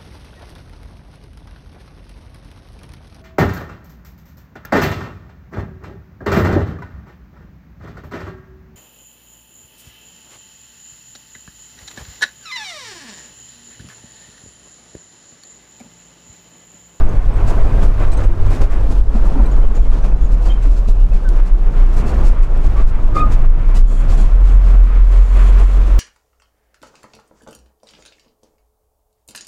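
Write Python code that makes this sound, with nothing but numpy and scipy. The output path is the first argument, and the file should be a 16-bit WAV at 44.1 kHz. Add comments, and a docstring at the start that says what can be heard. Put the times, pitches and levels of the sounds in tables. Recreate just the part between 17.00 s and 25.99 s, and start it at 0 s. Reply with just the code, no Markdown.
"""A deep boom fills the cab of a heavy diesel lorry on a rough road, over a roar through the floor.
The boom is the firing tone mixed with body-shake noise; the roar, its hums and clatter are filtered noise.
Loose keys and floor panels ring as struck modes; trim rubs as bursts of grains and squeaks by stick-slip.
A dry tick, a singing seat spring and a buzzing fitting follow; a gain control ducks under loud surges."""
import sys
import numpy as np
from scipy import signal
from scipy.fft import rfft, irfft, next_fast_len
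from scipy.io import wavfile
from scipy.ndimage import uniform_filter1d, minimum_filter1d

SR = 44100
rng = np.random.default_rng(int(sys.argv[2]) if len(sys.argv) > 2 else 0)


def elevation(decibels):
    """Turn decibel levels (scalar or array-like) into linear amplitude ratios."""
    levels = np.asarray(decibels, float)
    return 10 ** (levels / 20)


def bounce(signal):
    """Save signal as a 16-bit WAV file at the path given by the first command-line argument."""
    frames = np.transpose(np.atleast_2d(signal))
    limited = np.clip(frames, -1, 1)
    pcm = np.round(limited * 32767).astype(np.int16)
    wavfile.write(sys.argv[1], SR, pcm)


N = 396459

# engine: t/s, firing f/Hz, level of twice the firing rate/dB (before a 2 dB cut)
ENGINE_CURVE = [(0, 49.3, -27), (.45, 48.77, -18.5), (1.2, 47.8, -19.5), (1.45, 46.42, -17),
                (1.65, 46.43, -19), (1.85, 45.23, -48), (2.8, 40.97, -40), (3.4, 39, -42),
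                (3.8, 36.66, -41), (4.2, 31.94, -47), (4.85, 29.8, -19), (5.0, 27.4, -15.5),
                (5.2, 30.52, -9.5), (5.3, 27.65, -19), (5.5, 26.2, -17), (5.8, 23.45, -9.5),
                (6.1, 22.71, -12.5), (6.4, 24.06, -10), (6.62, 28.87, -17), (6.88, 32.35, -24),
                (7.1, 31.44, -33), (7.3, 34.1, -39), (7.36, 41.54, -27.5), (7.65, 43.57, -28),
                (7.8, 41.1, -31), (8.04, 42.05, -25), (8.2, 43.07, -30), (8.6, 44.05, -24.5),
                (8.99, 44.9, -26.5)]
# boom before surges and lulls: t/s, level/dB, share of power in the firing tone (0-1; the rest is body shake)
BOOM_CURVE = [(0, -9, 0.024), (1.5, -6, 0.033), (2.8, -8.5, 0.12), (3.2, -11, 0.19), (3.5, -7.5, 0.51),
              (4.0, -7.5, 0.64), (4.9, -6, 1), (5.05, -12, 0.12), (5.2, -9.5, 0.11), (5.35, -4.5, 0.93),
              (6.1, -11, 0.72), (6.5, -7, 0.85), (7.3, -5.5, 0.74), (7.5, -4, 0.89), (8.99, -5.5, 0.93)]
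# body-shake spectrum: f/Hz, level per Hz/dB
SHAKE_SPECTRUM = [(7, -2), (13, 3.5), (19, 1), (26, 2.5), (32, -2.5), (39, 2.5), (47, -5), (56, -11.5),
                  (66, -21.5), (80, -36.5)]
# heaves of the body, at which the boom surges: crest t/s, peak level/dB
BODY_HEAVES = [(0.039, 3.1), (0.2, 1), (0.29, -1), (0.631, 2), (0.86, 4.5), (1.1, 1.5), (1.271, 5),
               (1.41, 0.5), (1.65, 5.5), (1.74, -1), (2.027, 5), (2.26, 1.5), (2.421, 1), (2.559, 6),
               (2.67, 4), (2.801, 4.5), (2.89, 4.5), (2.96, 0), (3.13, -1), (3.24, 0.5), (3.34, -0.5),
               (3.489, -3), (3.7, 1), (3.908, 1.5), (4.03, 1), (4.14, 1.5), (4.28, -10), (4.429, 4),
               (4.531, 7), (4.68, 2), (4.811, 4), (4.99, -1), (5.28, 5), (5.42, 5.5), (5.54, 0.5),
               (5.66, -0.5), (5.849, 5), (5.95, 0), (6.05, 0.5), (6.37, 4.5), (6.48, 6.5), (6.68, 0),
               (6.812, 6), (7.14, 0.5), (7.24, 1), (7.33, 3.5), (7.43, 3.5), (7.56, 3.5), (7.791, 6),
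               (8.019, 3), (8.2, 4), (8.34, 0.5), (8.64, 2), (8.78, -1.5), (8.95, -2)]
# brief falls of the boom (a negative depth lifts it): t/s, depth/dB
BOOM_LULLS = [(.1, 2.5), (.33, 4), (.7, 7), (.93, 3.5), (1.24, 5.5), (1.36, 19), (1.56, 17), (1.681, 15),
              (2.041, 11.5), (2.21, -5), (2.569, 8.5), (2.73, 1), (2.85, 5), (3.04, -6), (3.152, -4),
              (3.43, 0), (3.6, 5), (3.75, 4), (3.84, 7), (4.09, 10), (4.21, 11), (4.47, 11), (4.58, 12),
              (4.72, 12), (5.02, 5.5), (5.12, 10), (5.35, 7), (5.47, 10), (5.74, 7), (5.9, 7), (6.0, 6),
              (6.1, -6), (6.26, -4), (7.06, 4.5), (7.31, 8), (7.909, 3), (8.28, 6.5), (8.72, 3.5),
              (8.89, 6)]
# road roar: t/s, tyre level/dB, then floor drumming, clatter and window hiss, each level over tyres/dB
ROAR_CURVE = [(0, -28, 2.3, -12, -22), (.25, -33, 1.2, -8.5, -20), (.6, -28.5, 0.7, -10, -19.5),
              (1.4, -31.5, 0.64, -9, -21.5), (1.85, -32.5, 1.1, -10, -18), (2.05, -36.5, 3.2, -19, -18.5),
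              (2.3, -29, 3.7, -9, -21.5), (2.6, -31.5, 3, -11, -20.5), (2.9, -33.5, 3.57, -11, -18.5),
              (3.3, -35.5, 5.16, -10, -18.5), (3.7, -39, 1.2, -9.5, -16.5), (4.15, -39.5, 5.27, -14.5, -15),
              (4.4, -33, 3.4, -9.5, -20.5), (4.9, -33.5, 1.8, -8, -18), (5.15, -31, 2.18, -8.5, -18.5),
              (5.9, -35.5, 2.7, -8, -19.5), (6.3, -32, 3.3, -8, -20.5), (6.9, -36, 3.18, -6, -19),
              (7.3, -35, 2.5, -7, -17.5), (7.7, -32.5, 0.81, -5.5, -16.5), (8.15, -37.5, 0.71, -2, -13.5),
              (8.5, -33, 1.01, -4.5, -14.5), (8.99, -36, 2.16, -3, -14.5)]
# tyre spectrum: f/Hz, level per Hz/dB
TYRE_SPECTRUM = [(230, -8), (300, 3.5), (450, 2), (650, -0.5), (900, -4), (1200, -7), (1600, -13),
                 (2200, -28)]
# floor-drumming spectrum: f/Hz, level per Hz/dB
DRUMMING_SPECTRUM = [(110, -4.5), (135, 2.5), (165, -5.5), (200, -1.5), (270, -7.5), (330, -13)]
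# spectrum of valve gear and injectors: f/Hz, level per Hz/dB
CLATTER_SPECTRUM = [(700, -32), (1000, -2), (1300, -5), (1700, -9.5), (2400, -12), (3030, -20),
                    (3400, -22.5), (4500, -33.5)]
# window-hiss spectrum: f/Hz, level per Hz/dB
HISS_SPECTRUM = [(1470, -33), (2500, -3.5), (5020, -10.5), (6870, -11.5), (10500, -20), (14300, -26.5),
                 (15600, -28.5)]
# axle rumble: t/s, level/dB
AXLE_CURVE = [(0, -27.5), (.7, -28), (1.4, -24.5), (2.2, -27.5), (3, -28.5), (4.6, -31), (5.2, -25.5),
              (5.5, -29), (5.8, -21.5), (5.95, -28), (6.3, -23.5), (6.85, -30.5), (7.1, -22), (7.6, -22.5),
              (8.1, -32), (8.5, -28), (8.99, -38)]
# axle spectrum: f/Hz, level per Hz/dB
AXLE_SPECTRUM = [(52, -18), (62, -4.5), (75, -3), (100, -1.5), (118, -10.5)]
# cab panels that sing along: f/Hz, bandwidth/Hz, relative level/dB
HUM_RESONANCES = [(133.2, 3.7, 0), (211, 5, -9.5), (248, 6, -7), (272, 3, -4.5), (335.3, 4.8, -4.5),
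                  (411.7, 4.3, -3.5), (540, 7.5, -11), (666.3, 6.3, -11.5)]
# all panel hums together: t/s, level over tyres/dB
HUM_CURVE = [(0, -3.5), (1.7, 0), (2.5, -4.5), (4, -6), (6, -4), (8.99, -12)]
# modes of the keys: f/Hz, level/dB, t60/s
KEY_MODES = [(2450, 0, .07), (3980, 0, .06), (4170, -3, .06), (6210, -3, .05), (6490, -4, .05),
             (8100, 0, .05), (9090, -8, .05), (10750, -8, .05), (11450, -8, .05), (9800, -8, .05),
             (12600, -10, .05), (13700, -10, .05), (14900, -10, .05)]
# strikes on the keys: t/s, level/dB, favoured f/Hz
KEY_STRIKES = [(.0864, -32, 6900), (.3316, -45, 8000), (1.113, -35, 3900), (1.114, -39, 8100),
               (1.126, -30, 2450), (1.128, -43, 6400), (1.13, -30, 8100), (1.115, -45, 13700),
               (1.131, -45, 14900), (1.135, -42, 9800), (1.17, -46, 11450), (1.235, -46, 12600),
               (1.134, -48, 12600), (1.168, -33, 8100), (1.169, -34, 6400), (1.172, -41, 4200),
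               (1.182, -42, 4200), (1.165, -42, 2450), (1.241, -39, 2450), (1.2396, -43, 8100),
               (2.4545, -38, 3950), (2.455, -43, 8100), (2.457, -39, 11000), (2.5937, -50, 8100),
               (3.045, -46, 6210), (3.06, -43, 6210), (5.5723, -43, 8100), (8.575, -46, 11450),
               (8.595, -45, 8160)]
# trim rubbing at jolts: t/s, level/dB, length/s, tilt/dB (twice this is the gain well above 6 kHz)
TRIM_RUBS = [(0.35, -48.5, 0.028, 7), (0.465, -40, 0.042, 9), (0.812, -29, 0.05, 0.5),
             (0.985, -31.5, 0.05, -15), (1.107, -46, 0.026, 12), (1.167, -37, 0.045, 2.5),
             (1.225, -40, 0.017, 6.5), (1.447, -44.5, 0.022, 7), (1.493, -38.5, 0.066, 6.5),
             (1.603, -27, 0.037, 1.5), (1.697, -56, 0.042, 14), (1.898, -36.5, 0.026, 5.5),
             (2.14, -31.5, 0.034, -1), (2.238, -48, 0.034, 9.5), (2.74, -36, 0.029, 4.5),
             (3.03, -28.5, 0.032, -5), (3.31, -38.5, 0.017, 5.5), (3.41, -45.5, 0.059, 7),
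             (3.444, -32.5, 0.048, -1), (3.613, -47, 0.028, 9), (3.64, -41, 0.043, -1),
             (3.7, -39.5, 0.034, 2.5), (3.754, -40.5, 0.035, 5), (3.87, -30.5, 0.032, 2.5),
             (4.123, -32.5, 0.048, -9.5), (4.448, -42.5, 0.033, 7), (4.755, -36.5, 0.074, -16),
             (4.922, -48.5, 0.021, 10.5), (4.959, -34, 0.046, 4.5), (5.054, -45.5, 0.045, 10),
             (5.241, -34, 0.048, 7), (5.417, -31, 0.021, 4), (5.542, -40, 0.036, -10),
             (5.629, -38, 0.034, 5.5), (5.756, -35, 0.082, -14), (5.863, -52, 0.034, 12),
             (6.141, -29.5, 0.057, 1.5), (6.306, -41.5, 0.037, 10), (6.741, -35.5, 0.052, 7.5),
             (6.886, -53, 0.061, 11.5), (6.98, -42.5, 0.15, -8), (7.083, -34, 0.06, 4.5),
             (7.164, -33.5, 0.094, -4.5), (7.429, -53, 0.054, 11.5), (7.643, -40.5, 0.056, 3),
             (8.11, -33.5, 0.12, -7), (8.33, -36.5, 0.077, -16), (8.566, -38, 0.08, -12),
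             (2.11, -37, 0.03, -11), (2.91, -31, 0.077, -8), (4.254, -45, 0.032, -9),
             (6.676, -38, 0.034, -9)]
# rubbing spectrum: f/Hz, level per Hz/dB
RUB_SPECTRUM = [(1060, -36.5), (1800, -21), (2540, 4.5), (3010, -5.5), (4060, -2), (4610, -3), (5880, -6),
                (7170, -5.5), (15600, -28)]
# modes of the floor panel: f/Hz, level/dB (before a 3.5 dB cut), t60/s
PANEL_MODES = [(142, -16, 0.12), (214, 3, 0.11), (278, 0.5, 0.17), (335, -2, 0.083), (430, 2, 0.11),
               (662, 3, 0.097), (775, 1, 0.089), (915, 2, 0.077)]
# bumps under the floor panel: t/s, level/dB (before the same cut), favoured f/Hz
PANEL_BUMPS = [(2.144, -8, 214), (2.098, -24, 704), (4.99, -20, 335), (5.13, -29, 662), (5.2, -25, 214),
               (2.146, -26, 775), (2.16, -24, 662), (2.17, -15, 390), (2.272, -23, 915),
               (2.325, -25, 720.5), (2.35, -22, 915), (2.356, -11.5, 278), (2.385, -26, 775),
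               (2.39, -13.5, 214), (2.398, -23, 915), (2.448, -16, 335), (3.658, -17.5, 273),
               (3.874, -9, 167), (3.878, -26, 430), (3.881, -25.5, 700), (4.125, -24, 379.7),
               (4.288, -20, 335), (4.78, -21, 320), (5.04, -15, 223), (6.18, -34, 248)]
# stick-slip squeaks: t/s, nominal length/s, slip f/Hz, glide per nominal length/Hz, level/dB, fall per overtone/dB
STICK_SLIPS = [(2.615, .04, 3080, -60, -46, -20), (2.665, .02, 2980, -80, -47, -20),
               (2.742, .03, 3050, 0, -48, -20), (2.81, .045, 3300, -80, -50, -20),
               (2.85, .025, 2150, 0, -42, -20), (2.915, .028, 3230, 0, -47, -20),
               (3.112, .02, 2550, 0, -47, -20), (3.19, .06, 3420, 0, -54, -20),
               (7.185, .03, 810, 0, -44, -2), (3.02, .03, 1600, 0, -39, -24),
               (3.488, .036, 3140, 0, -33, -30), (3.51, .025, 2450, 0, -47, -25),
               (3.5, .02, 2180, 0, -45, -25), (2.44, .03, 2450, -80, -47, -25),
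               (2.505, .02, 3100, 0, -52, -25), (2.78, .015, 2400, 0, -46, -25),
               (3.045, .02, 2300, 0, -46, -25), (3.15, .03, 3980, 0, -56, -25),
               (3.505, .025, 3650, 0, -52, -25), (3.545, .025, 3150, 0, -46, -25),
               (4.11, .025, 2580, 0, -45, -25), (3.92, .13, 2830, 0, -54, -25),
               (5.08, .025, 4350, 0, -47, -25), (5.25, .04, 4500, -150, -47, -25),
               (5.04, .06, 2550, 100, -46, -25), (3.88, .13, 2540, 0, -54, -25),
               (4.15, .04, 1540, 0, -44, -30), (4.242, .043, 1580, -100, -33, -30),
               (5.76, .05, 1150, 0, -32, -18), (6.742, .052, 972, 0, -41.5, -1.6)]
# modes of the key tag: f/Hz, level/dB, t60/s
TAG_MODES = [(3130, 0, .2), (4630, -2, .1), (5950, -2, .1), (6650, 0, .09), (6860, 0, .11), (7060, 0, .1),
             (7160, 0, .12)]
# strikes on the key tag: t/s, level/dB, favoured f/Hz
TAG_STRIKES = [(2.51, -44, 6860), (2.528, -46, 6860), (2.53, -54, 4630), (2.59, -52, 5950),
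               (2.635, -53, 5950), (2.455, -46, 5950), (2.745, -45, 6650), (2.748, -45, 7060),
               (2.76, -43, 7060), (2.785, -45, 5950), (2.819, -48, 6846), (2.93, -49, 5950),
               (2.96, -50, 5950), (3.02, -45, 5950), (3.08, -49, 5964), (3.161, -50, 7020),
               (3.205, -48, 6650), (3.235, -46, 6650), (3.255, -49, 6650), (3.218, -48, 7160),
               (3.235, -48, 7060), (2.765, -49, 6650), (3.455, -46, 4630), (3.252, -54, 7120),
               (3.511, -49, 7150), (3.45, -46, 4630), (3.531, -44, 3130), (7.092, -41, 4630)]
# dry tick in the dash: t/s, impulse level before filtering/dB
DASH_TICKS = [(4.2906, -10)]
# squeak of the seat spring: t/s, f/Hz, level/dB
SEAT_CURVE = [(6.11, 1232, -44), (6.146, 1222, -34), (6.156, 1226, -23), (6.168, 1236, -11.5),
              (6.183, 1236, -14), (6.194, 1238, -20), (6.203, 1243, -12.5), (6.211, 1246, -18),
              (6.22, 1238, -12), (6.24, 1234, -15.5), (6.262, 1234, -24), (6.3, 1232, -42)]
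# resonances of a loose fitting: f/Hz, bandwidth before widening/Hz, relative level/dB
FITTING_RESONANCES = [(3340, 29, 9), (4310, 34, 4.5), (4760, 33, -11), (6040, 60, -1), (6900, 56, 5.5),
                      (7270, 50, -6), (7430, 40, -4), (7800, 90, -10), (7930, 88, -5), (9400, 310, -13),
                      (9800, 170, -10), (9800, 80, -22)]
# buzzes of that fitting: t/s, length before the tail/s, level/dB
FITTING_BUZZES = [(6.871, 0.14, -48), (7.099, 0.052, -51), (7.172, 0.038, -43.5), (7.48, 0.072, -52.5),
                  (8.107, 0.24, -52), (8.358, 0.13, -49), (8.588, 0.17, -52)]


def rms_one(x):
    """Normalisation: scale to unit rms."""
    return x / np.sqrt(np.mean(x ** 2) + 1e-20)


def in_time(rows):
    """Linear interpolation: table columns become curves with one value per sample."""
    s, *columns = np.transpose(rows)
    return [np.interp(np.arange(N) / SR, s, c) for c in columns]


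def drift(rate_hz):
    """Low-pass random process: noise through a double pole at rate_hz, scaled to unit spread."""
    r = np.exp(-80 * np.pi * rate_hz / SR)   # computed once every 40 samples
    noise = rng.standard_normal(N // 40 + 2002)
    slow = signal.lfilter([1], [1, -2 * r, r * r], noise)[2000:]
    return np.interp(np.arange(N) / 40, np.arange(len(slow)), rms_one(slow - slow.mean()))


def coloured(spectrum, x):
    """Spectral shaping: weight each frequency, with steep skirts beyond the ends; unit rms."""
    hz, db = np.transpose(spectrum)
    size = next_fast_len(N)
    octave = np.log2(np.arange(size // 2 + 1) * SR / size + 1)
    ends = np.log2(hz)
    outside = np.maximum(ends[0] - octave, 0) + np.maximum(octave - ends[-1], 0)
    gain_db = np.interp(octave, ends, db) - 30 * outside   # dB per octave
    return rms_one(irfft(rfft(x, size) * elevation(gain_db), size)[:N])


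def grainy(spread_db):
    """Amplitude modulation: white noise with a randomly fluttering level."""
    return rng.standard_normal(N) * elevation(spread_db * (drift(38) + drift(49)))


def resonance(x, hz, width_hz):
    """Steady resonance: a pole pair passes a narrow band of the driving noise."""
    r = np.exp(-np.pi * width_hz / SR)
    return signal.lfilter([1 - r, 0, r - 1], [1, -2 * r * np.cos(2 * np.pi * hz / SR), r * r], x)


def ringing(x, hz, t60):
    """Free vibration: each impulse starts a sine that decays by 60 dB in t60 seconds."""
    r, w = elevation(-60 / (t60 * SR)), 2 * np.pi * hz / SR
    return signal.lfilter([0, np.sin(w)], [1, -2 * r * np.cos(w), r * r], x)


def struck(modes, hits, spread_db, contact_s, focus_db):
    """Modal excitation: a soft contact drives most the modes near its favoured pitch."""
    s, hit_db, favoured_hz = np.transpose(hits)
    at = (s * SR).astype(int)
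    chance = rng.standard_normal((len(hits), len(modes)))
    t = np.arange(int(contact_s * SR) + 2)
    swell = np.hanning(len(t))
    out = np.zeros(N)
    for k, (hz, db, t60) in enumerate(modes):
        detuning_db = focus_db * np.abs(np.log2(favoured_hz / hz))   # focus in dB per octave
        clicks = np.full(N, 1e-18)
        clicks[at] = elevation(hit_db + db + spread_db * chance[:, k] - detuning_db)
        contact = 2 * swell * np.cos(2 * np.pi * hz / SR * t) / swell.sum()
        out += ringing(signal.oaconvolve(clicks, contact)[:N], hz, t60)
    return out


def burst(length, rise, tail):
    """Envelope of forced then free motion: quick rise, plateau, exponential tail."""
    t = np.arange(int((length + 6 * tail) * SR)) / SR
    return np.minimum(t / rise, 1) * np.exp(-np.maximum(t - length, 0) / tail)


def surges():
    """Transient displacement: cosine-squared boom peaks, slower to settle after a harder heave."""
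    rise_s, fall_s, longer_per_db = 0.063, 0.05, 0.31
    t, out = np.arange(N) / SR, np.zeros(N)
    for s, db in BODY_HEAVES:
        part = slice(max(round((s - .2) * SR), 0), round((s + .4) * SR))
        width = np.where(t[part] < s, rise_s, fall_s * (1 + longer_per_db * max(db, 0)))
        arch = np.cos(np.pi / 2 * np.clip((t[part] - s) / width, -1, 1)) ** 2
        out[part] = np.maximum(out[part], elevation(db) * arch)
    return out


def engine():
    """Superposition: a periodic firing tone beats against body-shake noise, with its octave above."""
    evenness = 0.82   # share of the beating that is evened out
    lull_s = 0.022    # half width at 1/e of the depth
    hz, octave_db = in_time(ENGINE_CURVE)
    boom_db, share = in_time(BOOM_CURVE)
    share = np.clip(share, 0, 1)
    phase = 2 * np.pi * np.cumsum(hz * (1 + .007 * drift(6))) / SR
    firing = np.sqrt(2 * share) * elevation(1.3 * drift(8.0)) * np.sin(phase)
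    shake = np.sqrt(1 - share) * coloured(SHAKE_SPECTRUM, rng.standard_normal(N))
    mix = firing + shake
    power = uniform_filter1d(uniform_filter1d(mix ** 2, size=2200), size=2200)
    beating = np.sqrt(power + 0.013)
    swell = np.maximum(elevation(boom_db) * beating ** (1 - evenness), surges() / np.sqrt(2))
    t = np.arange(N) / SR
    lull_db = sum(db * np.exp(-((t - s) / lull_s) ** 2) for s, db in BOOM_LULLS)
    swell = uniform_filter1d(swell, size=1000) * elevation(-lull_db)
    octave = elevation(octave_db - 2 + 1.7 * drift(4)) * np.sin(2 * phase + 1)
    return swell * mix / beating + octave


def roar_level():
    """Level modulation: the slow tyre curve in dB, lifted at each jolt by how hard the trim rubs."""
    jolt_lift_db, full_jolt_db = 3.5, -32.5   # a rub at full_jolt_db lifts the roar by jolt_lift_db
    lift = np.zeros(N + SR)
    for s, db, length, _ in TRIM_RUBS:
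        shape = burst(length, rise=0.016, tail=0.019)
        lift[round(s * SR):][:len(shape)] += jolt_lift_db * elevation(db - full_jolt_db) * shape
    return in_time(ROAR_CURVE)[0] + lift[:N]


def road():
    """Incoherent addition: axle rumble, tyres, floor drumming, engine clatter and window hiss as noise."""
    roar_db = roar_level()
    _, drum_db, clatter_db, hiss_db = in_time(ROAR_CURVE)
    axle_db = in_time(AXLE_CURVE)[0]
    axle = elevation(axle_db + 1.0 * drift(17.0)) * coloured(AXLE_SPECTRUM, rng.standard_normal(N))
    tyres = elevation(roar_db + 1.5 * drift(25)) * coloured(TYRE_SPECTRUM, grainy(0.57))
    drumming = elevation(roar_db + drum_db + 1.77 * drift(8.0)) * coloured(DRUMMING_SPECTRUM, grainy(0.2))
    clatter = elevation(roar_db + clatter_db + 2.1 * drift(6.1)) * coloured(CLATTER_SPECTRUM, grainy(0.39))
    hiss = elevation(roar_db + hiss_db + 1.13 * drift(4.9)) * coloured(HISS_SPECTRUM, grainy(1.0))
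    return axle + tyres + drumming + clatter + hiss


def hums():
    """Forced resonance: road noise drives the cab panels, each singing narrowly and swelling on its own."""
    out, noise = np.zeros(N), rng.standard_normal(N)
    for hz, width_hz, db in HUM_RESONANCES:
        out += elevation(db + 2.9 * drift(4.0)) * rms_one(resonance(noise, hz, width_hz))
    return elevation(roar_level() + in_time(HUM_CURVE)[0]) * rms_one(out)


def rattles(level_db, per_s):
    """Random impulses: small loose parts tick, each decaying by 60 dB in 90 cycles."""
    sizes = elevation(4.1 * np.minimum(rng.exponential(1, N), 3)) * (rng.random(N) < per_s / SR)
    pitches = np.geomspace(500, 10000, 28)
    dealt = rng.integers(0, 28, N)   # which part ticks
    out = np.zeros(N)
    for k, hz in enumerate(pitches):
        ticks = sizes * (dealt == k) + 1e-18
        out += elevation(-6 * np.log2(hz / 1000)) * ringing(ticks, hz, t60=90 / hz)
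    return elevation(roar_level() + level_db) * rms_one(out)


def keys():
    """Impact of small metal bodies: short contacts ring the bright modes of the keys."""
    return struck(KEY_MODES, KEY_STRIKES, spread_db=1.5, contact_s=.007, focus_db=60)


def rubs():
    """Dry friction: dense random slips of trim on trim make scratchy bursts, each with its own tilt."""
    crest_db = 15   # taken off each level, as the grains peak far above their rms
    slips_per_s = 6000
    sizes = elevation(3.1 * np.minimum(rng.exponential(1, N), 4)) * rng.choice([-1, 1], N)
    scratch = coloured(RUB_SPECTRUM, sizes * (rng.random(N) < slips_per_s / SR))
    upper = signal.lfilter(*signal.butter(1, 6000, "high", fs=SR), scratch)
    out = np.zeros(N)
    for s, db, length, tilt_db in TRIM_RUBS:
        i = round(s * SR)
        shape = burst(length, rise=0.015, tail=0.016)[:N - i]
        part = slice(i, i + len(shape))
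        tilted = scratch[part] + (elevation(2 * tilt_db) - 1) * upper[part]
        out[part] += elevation(db - crest_db) * shape * tilted
    return out


def bumps():
    """Plate vibration: soft blows ring the low modes of the floor panel."""
    blows = struck(PANEL_MODES, PANEL_BUMPS, spread_db=1.0, contact_s=0.0092, focus_db=47)
    return elevation(-3.5) * blows


def squeaks():
    """Stick-slip: regular slipping gives a harmonic stack; unevenness makes it throb and waver."""
    unevenness = .45
    out, throb, waver = np.zeros(N), drift(64), drift(140)
    for s, length, slip_hz, glide_hz, db, fall_db in STICK_SLIPS:
        done = np.arange(int(1.3 * length * SR)) / (length * SR)   # runs to 1.3 nominal lengths
        i = round(s * SR)
        part = slice(i, i + len(done))
        shape = np.hanning(len(done)) ** .55
        hz = (slip_hz + glide_hz * done) * (1 + .025 * unevenness * waver[part])
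        phase = 2 * np.pi * np.cumsum(hz) / SR
        overtones = range(int(14000 / slip_hz))
        stack = sum(elevation(fall_db * k) * np.sin((k + 1) * phase + k * k) for k in overtones)
        out[part] += elevation(db + 5 * unevenness * throb[part]) * shape * stack
    return out


def tag():
    """Modal selectivity: each strike on the key tag rings little but the modes at its favoured pitch."""
    return struck(TAG_MODES, TAG_STRIKES, spread_db=1.5, contact_s=.009, focus_db=300)


def snap():
    """Impulse response: one click through a band-pass gives a short bright tick."""
    out = np.zeros(N)
    for s, db in DASH_TICKS:
        out[round(s * SR)] = elevation(db)
    return signal.sosfilt(signal.butter(2, [3000, 9000], "band", fs=SR, output="sos"), out)


def seat():
    """Beating of close modes: the spring's note has near neighbours, and overtones while pressed hard."""
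    hz, db = in_time(SEAT_CURVE)
    times = np.transpose(SEAT_CURVE)[0]
    t = np.arange(N) / SR
    level = elevation(db + 0.9 * drift(60)) * (t > times[0]) * (t < times[-1])
    phase = 2 * np.pi * np.cumsum(hz * (1 + 0.003 * drift(90))) / SR
    early = np.exp(-np.maximum(t - times[3], 0) / 0.05)   # the neighbours die away
    note = np.sin(phase) + early * (0.35 * np.sin(.94 * phase) + 0.15 * np.sin(1.05 * phase))
    press, release = np.clip((t - times[2]) / .01, 0, 1), np.clip((times[-3] - t) / .025, 0, 1)
    pressed = elevation(-14) * press * release * elevation(3 * drift(60))
    wander_hz = 14 * drift(160) + 150 * (t - times[5])
    loose = phase + 2 * np.pi * np.cumsum(wander_hz) / SR
    overtones = elevation(-21) * np.sin(1.98 * loose)
    overtones += elevation(-30) * early ** .5 * np.sin(2.93 * loose)
    overtones += elevation(-22) * early ** 2 * np.sin(1.71 * loose)
    return level * note + pressed * overtones


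def buzz():
    """Driven resonance: hard shaking makes a loose fitting sizzle through its broadened modes."""
    shake_widens = 5.5   # factor on each bandwidth
    gate, noise, out = np.zeros(N), grainy(0.72), np.zeros(N)
    for s, length, db in FITTING_BUZZES:
        i = round(s * SR)
        shape = burst(length, rise=0.0077, tail=0.029)[:N - i]
        gate[i:i + len(shape)] += elevation(db) * shape
    for hz, width_hz, db in FITTING_RESONANCES:
        out += elevation(db) * resonance(noise, hz, width_hz * shake_widens)
    out = signal.sosfilt(signal.butter(6, 11000, fs=SR, output="sos"), out)
    return gate * rms_one(out)


def scene():
    """Linear superposition: all sources add at one microphone."""
    steady = engine() + road() + hums() + rattles(level_db=-9.5, per_s=330)
    passing = keys() + rubs() + bumps() + squeaks() + tag() + snap() + seat() + buzz()
    return (steady + passing)[None]


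def top_cut(x):
    """Nothing passes above the cut-off."""
    return signal.sosfilt(signal.butter(12, 15740, fs=SR, output="sos"), x)


def record(dry):
    """Gain control: ducks at once under loud surges and creeps back; a fast limiter takes the rest."""
    hold_db, recover_s, ceiling = -1, 0.13, 1
    t = np.arange(N) / (SR * recover_s)
    over_db = np.maximum(20 * np.log10(np.abs(dry) + 1e-9) - hold_db, 1e-3)
    # running peak whose dB of reduction decay exponentially
    duck_db = np.exp(np.maximum.accumulate(np.log(over_db) + t, axis=1) - t)
    ahead_db = np.roll(uniform_filter1d(duck_db, size=660, axis=1), -330, axis=1)
    held = dry * elevation(-ahead_db)
    gain = minimum_filter1d(1 / np.maximum(np.abs(held) / ceiling, 1), size=441, axis=1)
    gain = uniform_filter1d(gain, size=441, axis=1)
    return top_cut(held * gain)


dry = scene()
out = record(dry)
bounce(out)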